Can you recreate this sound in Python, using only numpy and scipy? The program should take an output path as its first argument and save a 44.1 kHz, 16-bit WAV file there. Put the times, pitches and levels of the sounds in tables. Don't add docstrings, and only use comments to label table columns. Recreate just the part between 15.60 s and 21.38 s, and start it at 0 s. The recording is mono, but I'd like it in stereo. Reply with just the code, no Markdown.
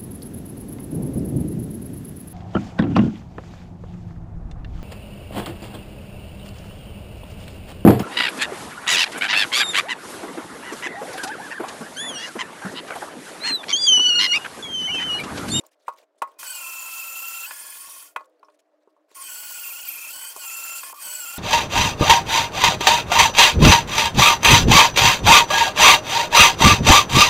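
import sys
import numpy as np
from scipy import signal
from scipy.fft import rfft, irfft, next_fast_len
from scipy.io import wavfile
from scipy.ndimage import uniform_filter1d, map_coordinates

SR = 44100
rng = np.random.default_rng(int(sys.argv[2]) if len(sys.argv) > 2 else 0)


def convert_level_to_amplitude(level_db):
    exponent = np.asarray(level_db, float) / 20
    return 10 ** exponent


def to_wav(sig):
    pcm = np.clip(np.atleast_2d(sig), -1, 1) * 32767
    pcm = np.round(pcm).astype(np.int16)
    wavfile.write(sys.argv[1], SR, pcm.T)


N = 254898
T = np.arange(N) / SR


def unit(x):
    return x / np.sqrt(np.mean(x ** 2) + 1e-20)


def along(points, hz):
    f, v = np.transpose(points)
    return np.interp(np.log(hz + 1), np.log(f + 1), v)


def curves(rows):
    s, *cols = np.transpose(rows)
    return [np.interp(T, s, c) for c in cols]


def wobble(rate):
    return map_coordinates(rng.standard_normal(int(N * rate / SR) + 4), [T * rate])


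def bump(s, width, power=2):
    return np.exp(-np.abs((T - s) / width) ** power)


def filtered(x, response):
    m = next_fast_len(N + SR // 2)
    return irfft(rfft(x, m) * response(np.fft.rfftfreq(m, 1 / SR)), m)[..., :N]


def peaks(modes, hz):
    return np.sqrt(1 + sum(convert_level_to_amplitude(2 * db) / (1 + (2 * (hz - c) / w) ** 2) for c, w, db in modes))


def rush(gain, alike, patchy_db):
    z = signal.stft(rng.standard_normal((2, N)), nperseg=256)[2]
    field = uniform_filter1d(rng.standard_normal(z.shape[1:]), size=8, axis=0)
    field = uniform_filter1d(field, size=5, axis=1)
    pair = signal.istft(z * convert_level_to_amplitude(patchy_db * unit(field)), nperseg=256)[1][:, :N]

    def mid_side(hz):
        turn = np.arccos(np.clip(along(alike, hz), -.99, .99)) / 2
        return gain(hz) * [np.cos(turn), np.sin(turn)]

    mid, side = filtered(pair, mid_side)
    return np.array([mid + side, mid - side]) / np.std(mid)


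def ring(modes, t, lasting):
    drift = np.cumsum(rng.normal(0, .025, len(t)))
    out = 0
    for hz, db, t60 in modes:
        decay = convert_level_to_amplitude(db + rng.normal(0, 1.0) - 60 * t / (t60 * lasting))
        out = out + decay * np.sin(2 * np.pi * hz * rng.normal(1, .006) * t + drift)
    return out


# t/s, level/dB
ROOM_GAIN = [(.06, -51.5), (.1, -66), (.44, -53.5), (.46, -66.5), (.62, -64), (.66, -55.5), (2.0, -71.5),
             (2.6, -60), (3.1, -63.5)]
# f/Hz, level/dB per Hz
HUM_SPECTRUM = [(120, -73.5), (200, -28.5), (280, -18), (420, -11), (700, -14), (1000, -16.5),
                (1500, -20.5), (3000, -30), (8000, -40), (16000, -48.5)]
# f/Hz, width/Hz, level/dB
HUM_TONE = [(397, 16, 3.5), (616, 77, 14.5)]
# f/Hz, level/dB per Hz
CLOTH_SPECTRUM = [(710, -40.5), (1200, -10), (2300, -6.5), (3950, -6.5), (5900, -9), (8720, -10.5),
                  (16000, -23)]
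# t/s, length/s, level/dB
SCUFFS = [(0, 0.025, -62.5), (0.032, 0.069, -67.5), (0.107, 0.044, -64), (0.191, 0.12, -72),
          (0.266, 0.048, -65), (0.284, 0.068, -69), (0.355, 0.09, -65), (0.554, 0.016, -73.5),
          (0.574, 0.046, -71), (0.666, 0.086, -70.5), (2.586, 0.08, -68.5), (2.824, 0.081, -81),
          (2.897, 0.072, -73), (2.985, 0.028, -67.5), (3.2, 0.045, -86), (3.287, 0.035, -80),
          (3.483, 0.065, -70.5), (3.503, 0.11, -65.5)]


def background():
    hum_db, = curves(ROOM_GAIN)
    low_db = -74 - 15 * np.clip(1 - T, 0, 1)
    low = rush(lambda hz: 1 / (1 + ((hz - 308) / 12) ** 4), [(200, .6)], patchy_db=1.5)
    hum = rush(lambda hz: convert_level_to_amplitude(along(HUM_SPECTRUM, hz)) * peaks(HUM_TONE, hz),
               [(200, 0.97), (800, 0.96)], patchy_db=2.0)
    fibres = unit(convert_level_to_amplitude(3.0 * wobble(90) + 2.3 * wobble(230)))
    cloth = fibres * rush(lambda hz: convert_level_to_amplitude(along(CLOTH_SPECTRUM, hz)), [(2000, 1.0), (8000, 0.26)], patchy_db=4)
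    strokes = 0
    for s, length, db in SCUFFS:
        strokes = strokes + convert_level_to_amplitude(db) * np.clip(np.minimum(T - s, s + length - T) / 0.01, 0, 1)
    return convert_level_to_amplitude(low_db - 0.5) * low + convert_level_to_amplitude(hum_db - 5.0) * hum + strokes * cloth


# t/s, peak level/dB, thump/dB, hardness/dB, crack/dB
KNOCKS = [(0.004, -53, -19, -23, -20), (0.036, -45.5, -24, -30, -28), (0.281, -16.5, -20.5, -22, -38.5),
          (0.619, -13, -15.5, -12.5, -33.5), (0.829, -34, -24, 1, -10.5), (1.908, -31.5, -19, 3.5, -23),
          (2.561, -19.5, -59, -3, -33), (2.606, -35.5, -18, -19, -46), (2.829, -39.5, -41, -17, -57),
          (2.884, -47.5, -15, -11, -41), (3.274, -53, 12, -34, -41.5), (3.365, -55.5, -15, -26, -38),
          (3.484, -64, 4, -22, -30), (3.514, -52.5, 7, -17, -25), (3.557, -48, -13, -33, -36),
          (4.762, -34.5, 0.5, -28, -8), (4.838, -39, -25, -20, -30), (5.232, -34.5, -29, 1, -24),
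          (5.296, -39.5, -25, -3, -10), (5.328, -31.5, -11, -28, -48)]
# f/Hz, level/dB, t60/s
BLOCK_MODES = [(485, -6, 0.058), (616, -5.5, 0.076), (752, 3, 0.035), (938.5, 3.5, 0.065),
               (1036, 10.5, 0.041), (1093, -4, 0.2), (1247, -9.5, 0.16), (1419, -11, 0.1)]
# f/Hz, level/dB, t60/s
CORNER_MODES = [(1454, 6.5, 0.059), (1712, 1.5, 0.06), (2010, -6.5, 0.11), (2470, 0.5, 0.08),
                (2584, 2.5, 0.056), (3030, -9.5, 0.027), (3400, -15.5, 0.031)]


def knocks():
    hand_damping = 0.76
    clack_band = signal.butter(3, (1300, 3400), 'bandpass', fs=SR, output='sos')
    out, t = np.zeros(N + SR), np.arange(SR // 4) / SR
    for s, db, thump_db, hard_db, crack_db in KNOCKS:
        thump = convert_level_to_amplitude(thump_db + 8.5 - 60 * t / 0.023) * np.sin(2 * np.pi * 420 * t)
        grit = signal.lfilter([1, 0, -1], [1, -.5, .45], rng.standard_normal(len(t)))
        crack = convert_level_to_amplitude(crack_db + 11.5 - 60 * t / 0.044) * grit
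        body = ring(BLOCK_MODES, t, hand_damping)
        body = body + convert_level_to_amplitude(hard_db - 1.5) * ring(CORNER_MODES, t, hand_damping)
        dense = signal.lfilter([.03, 0, -.03], [1, -1.92, .94], rng.standard_normal(len(t)))
        body = body + convert_level_to_amplitude(2.0 - 60 * t / (0.062 * hand_damping)) * dense
        clack = signal.sosfilt(clack_band, rng.standard_normal(len(t)))
        body = body + convert_level_to_amplitude(hard_db + 11.5 - 60 * t / 0.031) * clack
        contact = 1 - np.exp(-(t / .0017) ** 2)
        out[round(s * SR) - 30:][:len(t)] += convert_level_to_amplitude(db - 6) * (body + thump + crack) * contact

    def thin_lows(hz):
        jf = 1j * hz + 1
        return 1 / (1 + (210 / jf) ** 2 + 300 / jf) * 1j * hz / (1j * hz + 150)

    return filtered(out[:N], thin_lows)


# t/s, peak level/dB, f/Hz, t60/s, share of tone
TICKS = [(0.065, -34, 7200, 0.02, 0.3), (0.335, -46, 6130, 0.031, 0.22), (.387, -41, 2200, 0.011, 0.57),
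         (0.429, -58, 2470, .02, 1.7), (0.675, -47, 2070, 0.023, 0.74), (.717, -51.5, 3260, 0.024, 0.36),
         (2.644, -54, 3580, .015, 0.59), (2.658, -52, 9490, .01, .5), (2.697, -60, 9000, .01, 0.35),
         (2.795, -59.5, 4380, 0.018, 0.85), (2.847, -66, 5400, 0.056, 2.5),
         (2.975, -65, 9900, 0.0091, 0.28), (3.329, -66, 5000, 0.0054, .6), (3.515, -44, 3950, 0.0087, 0.49),
         (2.609, -53, 4500, .02, 0.98), (3.483, -62.5, 2490, 0.014, 0.55)]


def ticks():
    out, t = np.zeros(N + SR), np.arange(SR // 10) / SR
    for s, db, hz, t60, tone in TICKS:
        jitter = np.cumsum(rng.normal(0, .06 + 2e-5 * hz, len(t)))
        rough = np.sin(2 * np.pi * hz * t + jitter) * np.minimum(t * hz / 3, 1)
        click = 0.19 * np.diff(rng.standard_normal(len(t) + 1))
        out[round(s * SR):][:len(t)] += convert_level_to_amplitude(db - 60 * t / t60) * (tone * rough + click)
    return filtered(out[:N], lambda f: (1j * f / (1j * f + 500)) ** 2)


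# f/Hz, t60/s
WALLS = [(200, 0.19), (1000, 0.25), (4000, 0.046), (12000, 0.011)]


def room(x):
    hz, t, z = signal.stft(rng.standard_normal((2, SR // 3)), SR, nperseg=256)
    tail = signal.istft(z * convert_level_to_amplitude(-60 * t / along(WALLS, hz)[:, None]), SR, nperseg=256)[1]
    return signal.fftconvolve(np.pad(x, (200, 0))[None], tail / np.linalg.norm(tail[0]), axes=1)[:, :N]


# pressed t/s, spin-up/s, let go t/s, run-down/s
PULLS = [
    (.783, .012, 2.4, .155),
    (3.541, .013, 5.8, .1),
]


def trigger():
    gain = 0
    for start, up, stop, down in PULLS:
        to_go = np.clip(1 - (T - start) / up, 0, 1)
        gone = np.clip((T - stop) / down, 0, 1)
        gain = gain + convert_level_to_amplitude(-36 * (to_go ** 2.1 + gone ** 2.74)) * (to_go < 1) * (gone < 1)
    return gain


WORKING_HZ = (440, 490, 565, 605)


def by_load(values, speed_hz):
    return np.interp(speed_hz, WORKING_HZ, values)


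# t/s, shaft speed f/Hz, motor level/dB
STROKES = [
    [(.8, 515, -37), (.92, 503, -35), (1.04, 444, -35.5), (1.34, 443, -35.8), (1.855, 451, -35.3),
     (1.9, 555, -38), (2.0, 572, -38.7), (2.1, 575, -39.3), (2.2, 595, -40), (2.45, 614, -42)],
    [(3.55, 564, -44), (3.6, 621, -40), (3.635, 520, -39), (3.67, 515, -37.5), (3.71, 491, -36.5),
     (4.0, 481, -35.5), (4.07, 452, -35), (4.24, 497, -36.5), (4.36, 470, -36)],
    [(4.38, 437, -36), (4.49, 436, -36), (4.52, 488, -36), (4.68, 512, -35.7), (4.76, 546, -39.5)],
    [(4.81, 484, -37), (4.88, 448, -34.3), (5.21, 454, -34.5), (5.225, 535, -36.5), (5.29, 575, -38.5),
     (5.33, 620, -40.5)],
    [(5.345, 630, -46), (5.39, 635, -43), (5.405, 562, -39.5), (5.43, 528, -33.7), (5.5, 498, -34),
     (5.6, 489, -34.7), (5.66, 457, -35.2), (5.72, 455, -35.5), (5.78, 473, -34.5)],
]
BITES_S = (1.609, 4.222, 4.464, 4.96, 5.665)
# t/s, speed loss/%
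CATCHES = [(.878, 4), (.936, 4), (.972, 3), (0.994, 4.1), (1.423, 1.5), (1.85, 2.5), (2.041, 5), (2.085, 6),
           (2.13, 5), (2.178, 4), (3.712, 4), (3.74, 3.4), (3.768, 4), (3.822, 3.5), (3.878, 3.5),
           (3.935, 3.4), (3.993, 6), (4.051, 7), (4.115, 16), (4.165, 7), (4.19, 3), (4.223, 14),
           (4.253, 8), (4.288, 25), (4.328, 22.5), (4.364, 25), (4.4, 4), (4.465, 3), (4.521, 6), (4.9, 2),
           (5.432, 4), (5.461, 3), (5.487, 3), (5.665, 4)]
DIP_PERCENT = (1.9, 1.9, 1.5, .6)
BITE_STRENGTH = (1.1, .65, 1.3, .9, .9)
# from t/s, to t/s, level/dB, dip share
PILOT = (1.05, 1.4, -13, .55)


def shaft_motion():
    gear_ratio, longer_flute = 27.2, .5
    speed_hz, motor_db = curves(sum(STROKES, []))
    starts = [rows[0][0] - .02 for rows in STROKES]
    stroke = np.clip(np.searchsorted(starts, T) - 1, 0, None)
    chuck = np.cumsum(speed_hz) / SR / gear_ratio
    angle = 2 * np.pi * (chuck - np.interp(BITES_S, T, chuck)[stroke])
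    flutes = -np.cos(2 * angle) - longer_flute * np.cos(angle)
    shallow = np.interp(T, (1, *PILOT[:2]), (0, 1, 0))
    depth = by_load(DIP_PERCENT, speed_hz) * np.array(BITE_STRENGTH)[stroke] * (1 - PILOT[3] * shallow)
    dip = depth * flutes
    snag = sum(loss * bump(s, .006 + .0002 * loss, power=1.5) for s, loss in CATCHES)
    shaft = np.cumsum(speed_hz * (1 + (dip - snag + .5 * wobble(70)) / 100)) / SR
    return speed_hz, motor_db, stroke, angle, dip, snag, shaft


ORDER_3_DB = (-12.5, -13.5, -25, -28)
ORDER_6_DB = (-13.5, -19.5, -25.5, -24.5)
ORDER_9_DB = (-29.5, -14.5, -17.5, -26)
ORDER_16_DB = (-10, -5.5, -8.5, -7.5)
ORDER_32_DB = (0, -5, -5, -3)
# orders 3, 6, 16, 32 level/dB
GRIPS = [(0, 1.5, -1, 2), (2.5, -.5, -1.5, 1.5), (-2, .5, -1.5, -4), (1, 0, 1.5, -2.5), (3, -2, 2, -3)]
GRIP_9_DB = (1.5, -5, -1.5, 2, -1.5)
BREAKUP_DB = (1, 1.5, 3, 3, 1.5)
SLIP_DB = (11, 5, 4, 5, 4)
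# t/s, level/dB
FADE_3 = [(.85, 5.5), (1.0, 0.5), (1.1, -3), (1.45, -1), (1.65, 2.5), (3.66, -7.5), (3.69, -1),
          (3.85, -2.5), (4.02, -1.5), (4.05, -16), (4.14, -2.5), (4.27, -1), (4.3, -0.5), (4.49, -7.5),
          (4.51, 1), (4.9, -1), (5.55, -4.5), (5.65, 2)]
# t/s, level/dB
FADE_6 = [(.9, 2), (1.15, -1.5), (1.4, 0.5), (1.85, 1), (3.64, 8), (3.72, 0.5), (3.95, -1), (4.05, 1),
          (4.24, 2), (4.28, 2.5), (4.36, -1), (4.4, 0), (4.5, -2.5), (4.56, 5), (4.75, 3), (5.0, -0.5),
          (5.5, 3), (5.7, 2)]
# t/s, level/dB
ENTRY = [(.83, 4), (.88, 6), (.96, 6.5), (1.03, 1), (1.84, 2.5), (1.87, 2), (2.1, 6.5), (2.2, 3.5),
         (2.41, 4.5), (2.44, -12.5), (3.6, 7), (4.0, -4), (4.04, -2.5), (4.5, -1), (4.75, 2.5), (4.85, 0),
         (5.4, 2.5), (5.7, 1.5)]
# shaft order, order it follows, level against it/dB
SIDEBANDS = [(19.24, 16, -27.5), (22.2, 16, -21.5), (24.2, 16, -22), (27.4, 16, -15), (35.1, 32, -25),
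             (1.182, 3, -24), (1.75, 3, -15), (2.326, 3, -23)]


def order_levels(speed_hz, stroke, angle, snag):
    laws = (ORDER_3_DB, ORDER_6_DB, ORDER_16_DB, ORDER_32_DB)
    level = {}
    for order, values, grip_db in zip((3, 6, 16, 32), laws, np.transpose(GRIPS)[:, stroke]):
        level[order] = by_load(values, speed_hz) + grip_db
    level[9] = by_load(ORDER_9_DB, speed_hz) + np.array(GRIP_9_DB)[stroke]
    for order, depth in zip((3, 6, 16, 32, 9), BREAKUP_DB):
        level[order] = level[order] + depth * wobble(130) - .1 * depth ** 2
    slip = ((1 + np.cos(angle - 2 * np.pi * .08)) / 2) ** 6
    level[3] = level[3] + np.array(SLIP_DB)[stroke] * (.2 - slip) + curves(FADE_3)[0]
    for order, lead_order, db in SIDEBANDS:
        level[order] = level[lead_order] + db
    level[3] = level[3] - 1.1 * snag
    level[6] = level[6] + curves(FADE_6)[0] + .2 * snag
    level[16] = level[16] + curves(ENTRY)[0] - .9 * snag
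    pilot_db = PILOT[2] * np.interp(T, PILOT[:2], (1, 0))
    level[32] = level[32] + pilot_db + .6 * snag - 3.5
    return level


# f/Hz, phase/radians each way
PORT_PHASE = [(1400, .1), (2650, .05), (3100, .35), (4500, 0.39), (14000, 0.59)]


def gear_tones(level, speed_hz, shaft):
    mesh_s = 0.057
    meshed = uniform_filter1d(np.interp(T - mesh_s, T, trigger()), size=2000)
    seated = np.maximum(meshed, T > PULLS[1][0])
    tones = 0
    for order, db in level.items():
        slow, fast = .2, .16
        if 9 < order < 32:
            slow, fast = .3, .4
        elif 3 < order < 32:
            fast = .26
        flutter = unit(1 + slow * wobble(75) + fast * (wobble(220) + 1j * wobble(220)))
        spread = along(PORT_PHASE, order * speed_hz) * (1 + .3 * wobble(8))
        phase = 2 * np.pi * order * shaft + np.array([spread, -spread])
        onset = meshed if order < 10 else seated
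        tones = tones + convert_level_to_amplitude(db + 2.5) * onset * (flutter * np.exp(1j * phase)).real
    return tones


# f/Hz, level/dB per Hz
HISS_SPECTRUM = [(900, -32), (1500, -16.5), (2300, -12), (3200, -10.5), (3850, -4.5), (4500, -6),
                 (6000, -3.5), (8000, -1), (12400, -2.5), (15500, -3), (16200, -38)]
# f/Hz, width/Hz, level/dB
SHELL = [(2470, 10, 20), (2600, 54, 11), (3150, 130, 10), (4570, 74, 4.5)]
# f/Hz, left-right likeness
HISS_ALIKE = [(900, .9), (1900, 0.66), (2550, 0.9), (3200, .8), (3850, .4), (4800, 0.33), (6820, .1),
              (15000, 0.85)]


def brush_hiss(throb):
    noise = rush(lambda hz: convert_level_to_amplitude(along(HISS_SPECTRUM, hz)) * peaks(SHELL, hz), HISS_ALIKE, patchy_db=1.8)
    return convert_level_to_amplitude(throb - 2.0) * noise


# f/Hz, level/dB per Hz
CUTTING_SPECTRUM = [(30, -13.5), (200, -11.5), (500, -11.5), (1000, -16), (1600, -7.5), (2200, -3),
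                    (3000, -32), (5000, -58.5)]
# f/Hz, width/Hz, level/dB
BLOCK_UNDER_BIT = [(618, 62, 10.5), (930, 90, 19), (1120, 13, 12), (1081, 26, 23.5), (1120, 35, -3),
                   (1414, 22, 19.5)]
# f/Hz, left-right likeness
CUTTING_ALIKE = [(60, -0.69), (130, -0.84), (290, -0.52), (640, 0.38), (1410, 0.84), (3100, 0.51),
                 (6820, 0.094), (15000, 0.68)]
BIT_DB = (-15.5, -16.5, -13, -13.5)


def cutting(throb, speed_hz):
    chips = unit(convert_level_to_amplitude(1.6 * wobble(150)))
    noise = rush(lambda hz: convert_level_to_amplitude(along(CUTTING_SPECTRUM, hz)) * peaks(BLOCK_UNDER_BIT, hz),
                 CUTTING_ALIKE, patchy_db=3.0)
    return convert_level_to_amplitude(by_load(BIT_DB, speed_hz) + 0.67 * throb) * chips * noise


# f/Hz, width/Hz
NOTCH = (3800, 620)
# t/s, level/dB
NOTCH_LEFT = [(.8, -5), (1.05, -7), (1.8, -5), (2.0, -8), (3.6, -11), (4.2, -10), (4.4, -7), (4.6, -12),
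              (5.0, -9), (5.3, -5), (5.45, -11), (5.7, -9)]


def shared_notch(direct):
    centre_hz, width_hz = NOTCH
    band = filtered(direct.mean(axis=0), lambda hz: 1 / (1 + (2 * (hz - centre_hz) / width_hz) ** 4))
    return direct - (1 - convert_level_to_amplitude(curves(NOTCH_LEFT)[0] + 2.5 * wobble(25))) * band


# t/s, hiss half width/s, hiss level/dB, gear silence half width/s
RELEASES = [
    (4.75, .02, -3, .03),
    (5.207, .005, 0, .008),
    (5.336, .0045, -24, .048),
]
# f/Hz, width/Hz, level/dB
GEARBOX = [(2630, 340, 9), (3150, 140, 8), (4550, 300, 2)]


def drill():
    speed_hz, motor_db, stroke, angle, dip, snag, shaft = shaft_motion()
    tones = gear_tones(order_levels(speed_hz, stroke, angle, snag), speed_hz, shaft)
    throb = .5 * dip + 0.13 * wobble(14) + 0.49 * wobble(45)
    hiss = brush_hiss(throb) * convert_level_to_amplitude(sum(db * bump(s, width) for s, width, db, _ in RELEASES))
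    coasting = convert_level_to_amplitude(sum(-25 * bump(s + .008, width, power=4) for s, _, _, width in RELEASES))
    running = trigger() * convert_level_to_amplitude(motor_db)
    gears = filtered(running * trigger() * coasting * tones, lambda hz: peaks(GEARBOX, hz))
    return shared_notch(gears + running * (hiss + cutting(throb, speed_hz)))


# t/s, length/s, first f/Hz, last f/Hz, level/dB
WHISTLES = [(.83, 0.39, 2476, 2455, -48), (2.606, .025, 625, 615, -53.5), (2.886, .018, 600, 595, -58),
            (2.77, 0.16, 412, 418, -68.5), (0.83, 0.62, 1040, 1030, -50), (1.2, 0.89, 1030, 1020, -58),
            (.84, .17, 930, 915, -58.5), (4.242, 0.25, 2480, 2370, -45), (4.5, .24, 880, 895, -57),
            (4.76, 0.032, 850, 540, -47), (5.417, 0.14, 885, 1000, -53), (1.83, 0.35, 1690, 1712, -50.5),
            (2.13, 0.31, 1085, 1110, -51.5), (2.25, 0.12, 5520, 5900, -51.5), (2.613, 0.17, 541, 490, -62),
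            (3.567, 0.077, 1095, 1070, -44), (5.228, 0.087, 1070, 1065, -47.5),
            (5.25, 0.055, 1735, 1760, -50), (5.247, .04, 620, 680, -54), (5.328, 0.083, 1200, 1120, -44.5),
            (5.345, .04, 5300, 5800, -58), (5.437, 0.18, 612, 620, -55.5)]


def whistles():
    out = 0
    for s, length, first_hz, last_hz, db in WHISTLES:
        glide = np.interp(T, [s, s + length], [first_hz, last_hz])
        pitch = glide + min(.02 * first_hz, 30) * wobble(150)
        level = convert_level_to_amplitude(db + 2 * wobble(50) + min(first_hz / 300, 3) * wobble(190))
        swell = bump(s + length / 2, length / 2, power=4.0)
        out = out + level * swell * np.sin(2 * np.pi * np.cumsum(pitch) / SR)
    return out


# t/s, left minus right level/dB
DRILL_PAN = [(.8, -1.4), (1.3, -2.4), (1.9, -2.4), (2.3, -3.2), (3.6, -3.2), (4.2, -1.5), (5.2, -.6),
             (5.7, -1.3)]


def scene():
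    bed = background()
    hits = knocks() + ticks()
    motor = drill() + whistles()
    treble = filtered(motor, lambda hz: 1 / (1 + (3300 / (hz + 1)) ** 6))
    lean = convert_level_to_amplitude(curves(DRILL_PAN)[0] * [[.5], [-.5]]) - 1
    return motor + lean * treble + hits * convert_level_to_amplitude([[.3], [-.3]]) + convert_level_to_amplitude(-21.0) * room(hits) + bed


def top_cut(x):
    return signal.sosfilt(signal.butter(12, 16800, fs=SR, output="sos"), x)


def record(dry):
    top_hz = 16060
    mix = filtered(dry, lambda hz: np.clip((top_hz - hz) / 250, 0, 1))
    return top_cut(mix)


dry = scene()
out = record(dry)
to_wav(out)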